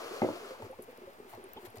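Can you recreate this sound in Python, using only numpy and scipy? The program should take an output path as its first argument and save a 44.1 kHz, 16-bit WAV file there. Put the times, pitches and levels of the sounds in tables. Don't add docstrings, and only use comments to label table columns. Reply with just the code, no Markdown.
import sys
import numpy as np
from scipy import signal
from scipy.fft import rfft, irfft, next_fast_len
from scipy.io import wavfile
from scipy.ndimage import map_coordinates

SR = 44100
rng = np.random.default_rng(int(sys.argv[2]) if len(sys.argv) > 2 else 0)


def ratio(d):
    e = np.asarray(d, float) / 20
    return 10 ** e


def bounce(signal):
    frames = np.transpose(np.atleast_2d(signal))
    limited = np.clip(frames, -1, 1)
    pcm = np.round(limited * 32767).astype(np.int16)
    wavfile.write(sys.argv[1], SR, pcm)


N = 79380
FAN_LAG = -15.5


def unit(x):
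    return x / np.sqrt(np.mean(x ** 2) + 1e-20)


def along(points, hz):
    f, v = np.transpose(points)
    return np.interp(np.log(hz + 1), np.log(f + 1), v)


def wobble(rate):
    knots = rng.standard_normal(int(N * rate / SR) + 4)
    return map_coordinates(knots, [np.arange(N) * rate / SR])


def filtered(x, response):
    m = next_fast_len(x.shape[-1] + 8192)
    spectrum = rfft(x, m) * response(np.fft.rfftfreq(m, 1 / SR))
    return irfft(spectrum, m)[..., :x.shape[-1]]


def resonant(x, peaks):
    def response(f):
        total = 0
        for k, (centre, width, db) in enumerate(peaks):
            damping = 1j * f * width
            total = total + (-1) ** k * ratio(db) * damping / (centre * centre - f * f + damping)
        return total
    return filtered(x, response)


def add(track, s, x):
    part = track[..., max(round(s * SR), 0):][..., :x.shape[-1]]
    part += x[..., :part.shape[-1]]


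def ports(x, lag, left_db, own):
    side = np.array([[1], [-1]])
    pair = filtered(np.array([x, x]), lambda f: np.exp(-1j * np.pi * f * lag / SR * side))
    return ratio(left_db / 2 * side) * (pair + own)


def rumble():
    # f/Hz, level/dB per Hz
    shudder = [(20, -35.5), (40, -25.5), (60, -3.5), (110, -6), (150, -21), (300, -74.5)]
    common, *own = filtered(rng.standard_normal((3, N)), lambda f: ratio(along(shudder, f)))
    return ratio(-73 + 2 * wobble(6.4)) * unit(ports(common, 0, 13.5, 0.44 * np.array(own)))


def floor():
    # f/Hz, level/dB per Hz
    fan_spectrum = [(90, -77.5), (150, -17), (250, -11), (450, -8), (800, -7), (1400, -12.5), (2300, -16.5),
                    (5000, -29), (9500, -66)]
    # f/Hz, level/dB per Hz
    hiss_spectrum = [(1760, -19.5), (3000, -17), (4840, -8), (6340, -9.5), (8840, -9), (15700, -7)]
    common, *own = filtered(rng.standard_normal((3, N)), lambda f: ratio(along(fan_spectrum, f)))
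    fan = ratio(-57.5 + 0.7 * wobble(5.77)) * unit(ports(common, FAN_LAG, 0.14, 0.742 * np.array(own)))
    hiss = unit(filtered(rng.standard_normal((2, N)), lambda f: ratio(along(hiss_spectrum, f))))
    left_db = 3.5
    return fan + ratio(-67.5 + 0.38 * wobble(1.22)) * hiss * ratio([[left_db / 2], [-left_db / 2]])


def room(x):
    # f/Hz, t60/s
    decay = [(200, 0.234), (2000, 0.159), (10000, 0.1304)]
    low_hz = 190
    hz, t, z = signal.stft(rng.standard_normal((3, SR // 2)), SR, nperseg=256)
    tail = signal.istft(z * ratio(-60 * t / along(decay, hz)[:, None]), SR, nperseg=256)[1]
    tail = tail[0] + 1.24 * tail[1:]
    sent = filtered(x, lambda f: (1j * f / (low_hz + 1j * f)) ** 2)
    delayed = np.pad(sent, (200, 0))[None]
    return signal.fftconvolve(delayed, tail / np.linalg.norm(tail[0]), axes=1)[:, :N]


def rustles():
    centres = [1.30, 1.335, 1.662, 1.77, .64, 1.62, .835, .91]
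    # length/s, level/dB, brightness 0-1
    swells = [(0.045, -59.5, 0.57), (0.06, -58, 0.4), (.028, -51, 0.38), (0.022, -53, 0.37),
              (0.034, -64, 0.6), (0.057, -60, 0.54), (0.03, -61, 1), (0.037, -60, 0.33)]
    # f/Hz, width/Hz, level/dB
    dull_peaks = [(884, 2000, -18), (2076, 850, -11.5), (4300, 610, -21)]
    # f/Hz, width/Hz, level/dB
    bright_peaks = [(7700, 4000, -3), (14540, 2670, 1.5)]
    out, t = np.zeros((2, N)), np.arange(N) / SR
    dull, bright = [unit(resonant(rng.standard_normal((2, N)) * ratio(2 * wobble(220)), peaks))
                    for peaks in (dull_peaks, bright_peaks)]
    for s, (length, db, share) in zip(centres, swells):
        swell = ratio(db) * np.exp(-((t - s) / (length / 2)) ** 2)
        out += swell * ((1 - share) * dull + share * bright)
    return out * ratio([[3], [-3]])


def slide():
    # t/s, level/dB
    effort = [(0, -51), (.15, -51), (.3, -53.5), (.42, -55), (.52, -56), (.57, -63.5), (.66, -61.5),
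              (.72, -72.5)]
    # f/Hz, width/Hz, level/dB
    surface = [(438.3, 111.2, 17), (678.2, 95.6, 15.5), (1197, 366, 11.5), (1826, 133, -10),
               (2164, 1510, -3), (2960, 650, -31.5), (4177, 458, -9), (6800, 1560, -28.5),
               (13760, 21000, -29)]
    s, db = np.transpose(effort)
    level = ratio(np.interp(np.arange(N) / SR, s, db) + 8)
    grain = ratio(0.744 * wobble(270) + 0.6 * wobble(24.23))
    common, *own = resonant(rng.standard_normal((3, N)) * grain, surface)
    return level * unit(ports(common, -7.5, 2.63, 0.825 * np.array(own)))


def bumps():
    contacts = [
        .2175,
        .229,
        .243,
        .286,
        .305,
        .622,
        1.329,
        1.335,
        1.668,
        1.768,
    ]
    # peak level/dB, boom level/dB, t60/s, hardness/dB
    blows = [(-21, -40.5, 0.0405, 2.5), (-26.5, -65, 0.12, -19.5), (-27, -47, 0.086, -9),
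             (-29, -52, 0.067, -4), (-42, -57, 0.246, -29.5), (-35.5, -44, 0.059, 3.5),
             (-44.5, -66, 0.031, 4.5), (-39, -52.5, 0.05, 4.5), (-44.5, -52.5, 0.0327, 1.5),
             (-43, -47.5, 0.033, -21.5)]
    # f/Hz, width/Hz, level/dB
    board = [(229, 79.5, -6.5), (274, 34.8, -2.5), (368.5, 40.4, -2.5), (590.5, 102, -1)]
    # f/Hz, width/Hz, level/dB
    edge = [(844.4, 164, -1.5), (1128.5, 80, -9.5), (1887, 1070, -16.5)]
    # t/s, peak level/dB, f/Hz, t60/s
    rings = [(0.2183, -18.5, 228.7, 0.0647), (.2178, -17.5, 781.2, 0.0233), (0.2183, -28.5, 1139, 0.0375),
             (.2178, -32, 2047, 0.0327), (.2178, -31.5, 1577, 0.0217), (0.2182, -33.5, 2525, 0.0248),
             (.226, -23.5, 361.8, 0.115), (.228, -27.5, 494, 0.062), (.238, -19.5, 294.6, 0.0543),
             (.245, -26, 552, 0.056), (0.257, -36, 287, 0.089), (0.274, -33.5, 330.6, 0.061),
             (0.2863, -26.5, 293.9, 0.048), (.2865, -31.5, 623.6, 0.0446), (.288, -21, 888, 0.013),
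             (.304, -31.5, 312.6, 0.07), (.343, -38, 367.9, 0.135)]
    boom_hz, boom_s, blow_db, soft_hz = 106.97, 0.0179, -7.5, 2600
    out, t = np.zeros(N), np.arange(SR // 3) / SR
    for s, (db, boom_db, t60, hard_db) in zip(contacts, blows):
        low, high = rng.standard_normal((2, len(t)))
        x = resonant(low * (ratio(-60 * t / t60) + ratio(blow_db - 60 * t / 0.0026)), board)
        x += ratio(hard_db) * resonant(high * (ratio(-90 * t / t60) + ratio(blow_db - 60 * t / 0.0023)), edge)
        x = filtered(x, lambda f: 1 / (1 + 1j * f / soft_hz) ** 2)
        swell = t / boom_s * np.exp(-.5 * (t / boom_s) ** 2)
        boom = ratio(boom_db + 4) * swell * np.sin(2 * np.pi * boom_hz * t)
        add(out, s, ratio(db) * x / np.abs(x).max() + boom)
    for s, db, hz, t60 in rings:
        onset = 1 - np.exp(-t / 0.00197)
        add(out, s, -ratio(db - 60 * t / t60) * onset * np.sin(2 * np.pi * hz * t))
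    return out


def ticks():
    # t/s, peak level/dB, f/Hz, broad crack level/dB
    drops = [(0.4579, -49.5, 8140, -14), (0.6222, -51, 7500, -3.5), (0.712, -51.5, 10800, -9.5),
             (0.8228, -37, 10360, -20), (0.8434, -59, 10400, -14), (0.974, -51.5, 15100, 3),
             (1.1029, -53.5, 14350, -3.5), (1.1339, -52, 14700, -4), (1.1892, -55.5, 8660, -16.5),
             (1.3493, -50.5, 14200, 3.5), (1.4404, -43.5, 9800, -22), (1.4889, -50.5, 15000, -22),
             (1.5333, -35, 13560, -14), (1.6513, -45.5, 12300, -2), (1.6836, -53.5, 10500, -6),
             (1.701, -46.5, 11030, -24), (1.757, -49, 12150, 0.5), (1.7712, -49, 6900, 3.5),
             (1.657, -48, 4160, 3.5), (1.663, -55, 11500, 0), (1.671, -61.5, 4300, -1),
             (1.783, -48, 4910, 3)]
    out, t = np.zeros(N), np.arange(SR // 20) / SR
    decay = ratio(-60 * t / 0.016) + ratio(-60 * t / 0.0021)
    onset = 1 - np.exp(-t / 0.0005)
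    for s, db, hz, crack_db in drops:
        a, b = rng.standard_normal((2, len(t)))
        ring = unit(resonant(resonant(a, [(hz, 0.127 * hz, 0)]), [(hz, 0.247 * hz, 0)]))
        crack = unit(resonant(b, [(3000, 10600, 0)]))
        add(out, s, ratio(db - 5) * decay * onset * (ring + ratio(crack_db) * crack))
    return out


def chirps():
    starts = [.54, .725, .925, 1.566, 1.752, 1.563, 1.325]
    pitches = [750, 740, 720, 760, 750, 3050, 640]
    # peak level/dB, rise of pitch as a share
    bursts = [(-46.5, 0.441), (-45.5, 0.273), (-53.5, 0.327), (-42.5, 0.23), (-55.5, 0.428), (-48, 0.047),
              (-47, 0.148)]
    out, t = np.zeros(N), np.arange(SR // 4) / SR
    u = t / 0.0197
    for s, hz, (db, rise) in zip(starts, pitches, bursts):
        jitter = 9e-5 * wobble(447.4)[:len(t)]
        tone = np.sin(2 * np.pi * hz * (t + rise * t * u / 2 + jitter))
        add(out, s, ratio(db) * 2.52 * u * np.exp(-2 * u * u) * tone)
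    return out


def gulps():
    # t/s, peak level/dB, f/Hz, life/s
    releases = [(0.024, -48, 587, 0.024), (0.061, -45, 444.7, 0.013), (0.112, -39, 365, 0.0149),
                (0.159, -42, 561.6, 0.0292), (0.329, -45.5, 362.8, 0.0414), (0.407, -43.5, 465.7, 0.0158),
                (0.429, -42.5, 408.5, 0.0189), (0.454, -42.5, 403.8, 0.0283), (0.508, -40.5, 508.7, 0.0296),
                (0.599, -37.5, 544, 0.0083), (0.612, -43.5, 425.7, 0.0163), (0.647, -41.5, 410.8, 0.0161),
                (0.662, -42, 383.3, 0.0144), (0.698, -39.5, 509.4, 0.0276), (0.79, -37, 480.6, 0.0096),
                (0.801, -43.5, 414.5, 0.0147), (0.826, -47.5, 398.5, 0.019), (0.881, -45.5, 448, 0.0131),
                (0.888, -43, 493.8, 0.0174), (0.924, -47, 478.4, 0.0127), (0.985, -42.5, 436, 0.00517),
                (1.018, -44, 391.8, 0.0123), (1.032, -46.5, 373.3, 0.024), (1.071, -43, 533.6, 0.0201),
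                (1.069, -48.5, 368.2, 0.0168), (1.094, -51, 389, 0.0157), (1.185, -46, 446, 0.00695),
                (1.2, -42, 395.9, 0.0172), (1.221, -45.5, 392.3, 0.014), (1.249, -45.5, 403.6, 0.0166),
                (1.266, -53, 375, 0.0368), (1.377, -41.5, 452.3, 0.0091), (1.398, -43.5, 399, 0.0102),
                (1.44, -46.5, 374.6, 0.0177), (1.455, -50, 361.5, 0.0282), (1.555, -52, 519, 0.01),
                (1.565, -38, 423.4, 0.00414), (1.581, -45, 391.8, 0.0255), (1.631, -46, 373.7, 0.0144),
                (1.645, -45, 365, 0.019), (1.68, -57, 381.4, 0.0088), (1.744, -44.5, 434, 0.0196),
                (1.788, -50.5, 414, 0.03)]
    # f/Hz, level/dB
    beaker = [(75, -23), (110, -19), (250, -7.5), (368, -8), (455, -12), (610, -16.5)]
    # f/Hz, width/Hz, level/dB
    neck = [(732, 546, 0)]
    out, t = np.zeros(N), np.arange(SR // 4) / SR
    onset = 1 - np.exp(-t / 0.00255)
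    for s, db, hz, life in releases:
        note = np.exp(-(t / life) ** 2) * np.sin(2 * np.pi * hz * (t + 0.01636 * t * t / life))
        snap = resonant(resonant(rng.standard_normal(len(t)) * ratio(-60 * t / 0.0392), neck), neck)
        glass = np.zeros(len(t))
        for mode_hz, level in beaker:
            scatter, detune = rng.standard_normal(2)
            ring = np.sin(2 * np.pi * mode_hz * (1 + 0.0228 * detune) * t)
            glass += ratio(2 + level + 2 * scatter - 60 * t / 0.075) * ring
        add(out, s - .002, ratio(db) * (onset * (note + glass) + ratio(-11) * snap / np.abs(snap).max()))
    return out


def bubbles():
    return (gulps() + chirps()) * (1 + 0.12 * wobble(150))


def scene():
    water, knock, drops = bubbles(), bumps(), ticks()
    near = ports(water, -5.5, 0, 0) + ports(knock, -7.5, 1, 0) + ports(drops, FAN_LAG, 8.5, 0)
    reverberant = ratio(-5.5) * room(0.3 * water + knock + 0.3 * drops)
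    return near + reverberant + slide() + rustles() + floor() + rumble()


def roll_off(x):
    return signal.sosfilt(signal.butter(12, 16980, fs=SR, output="sos"), x)


def record(dry):
    mix = filtered(dry, lambda hz: hz < 15900) - 0.00053
    return roll_off(mix)


dry = scene()
out = record(dry)
bounce(out)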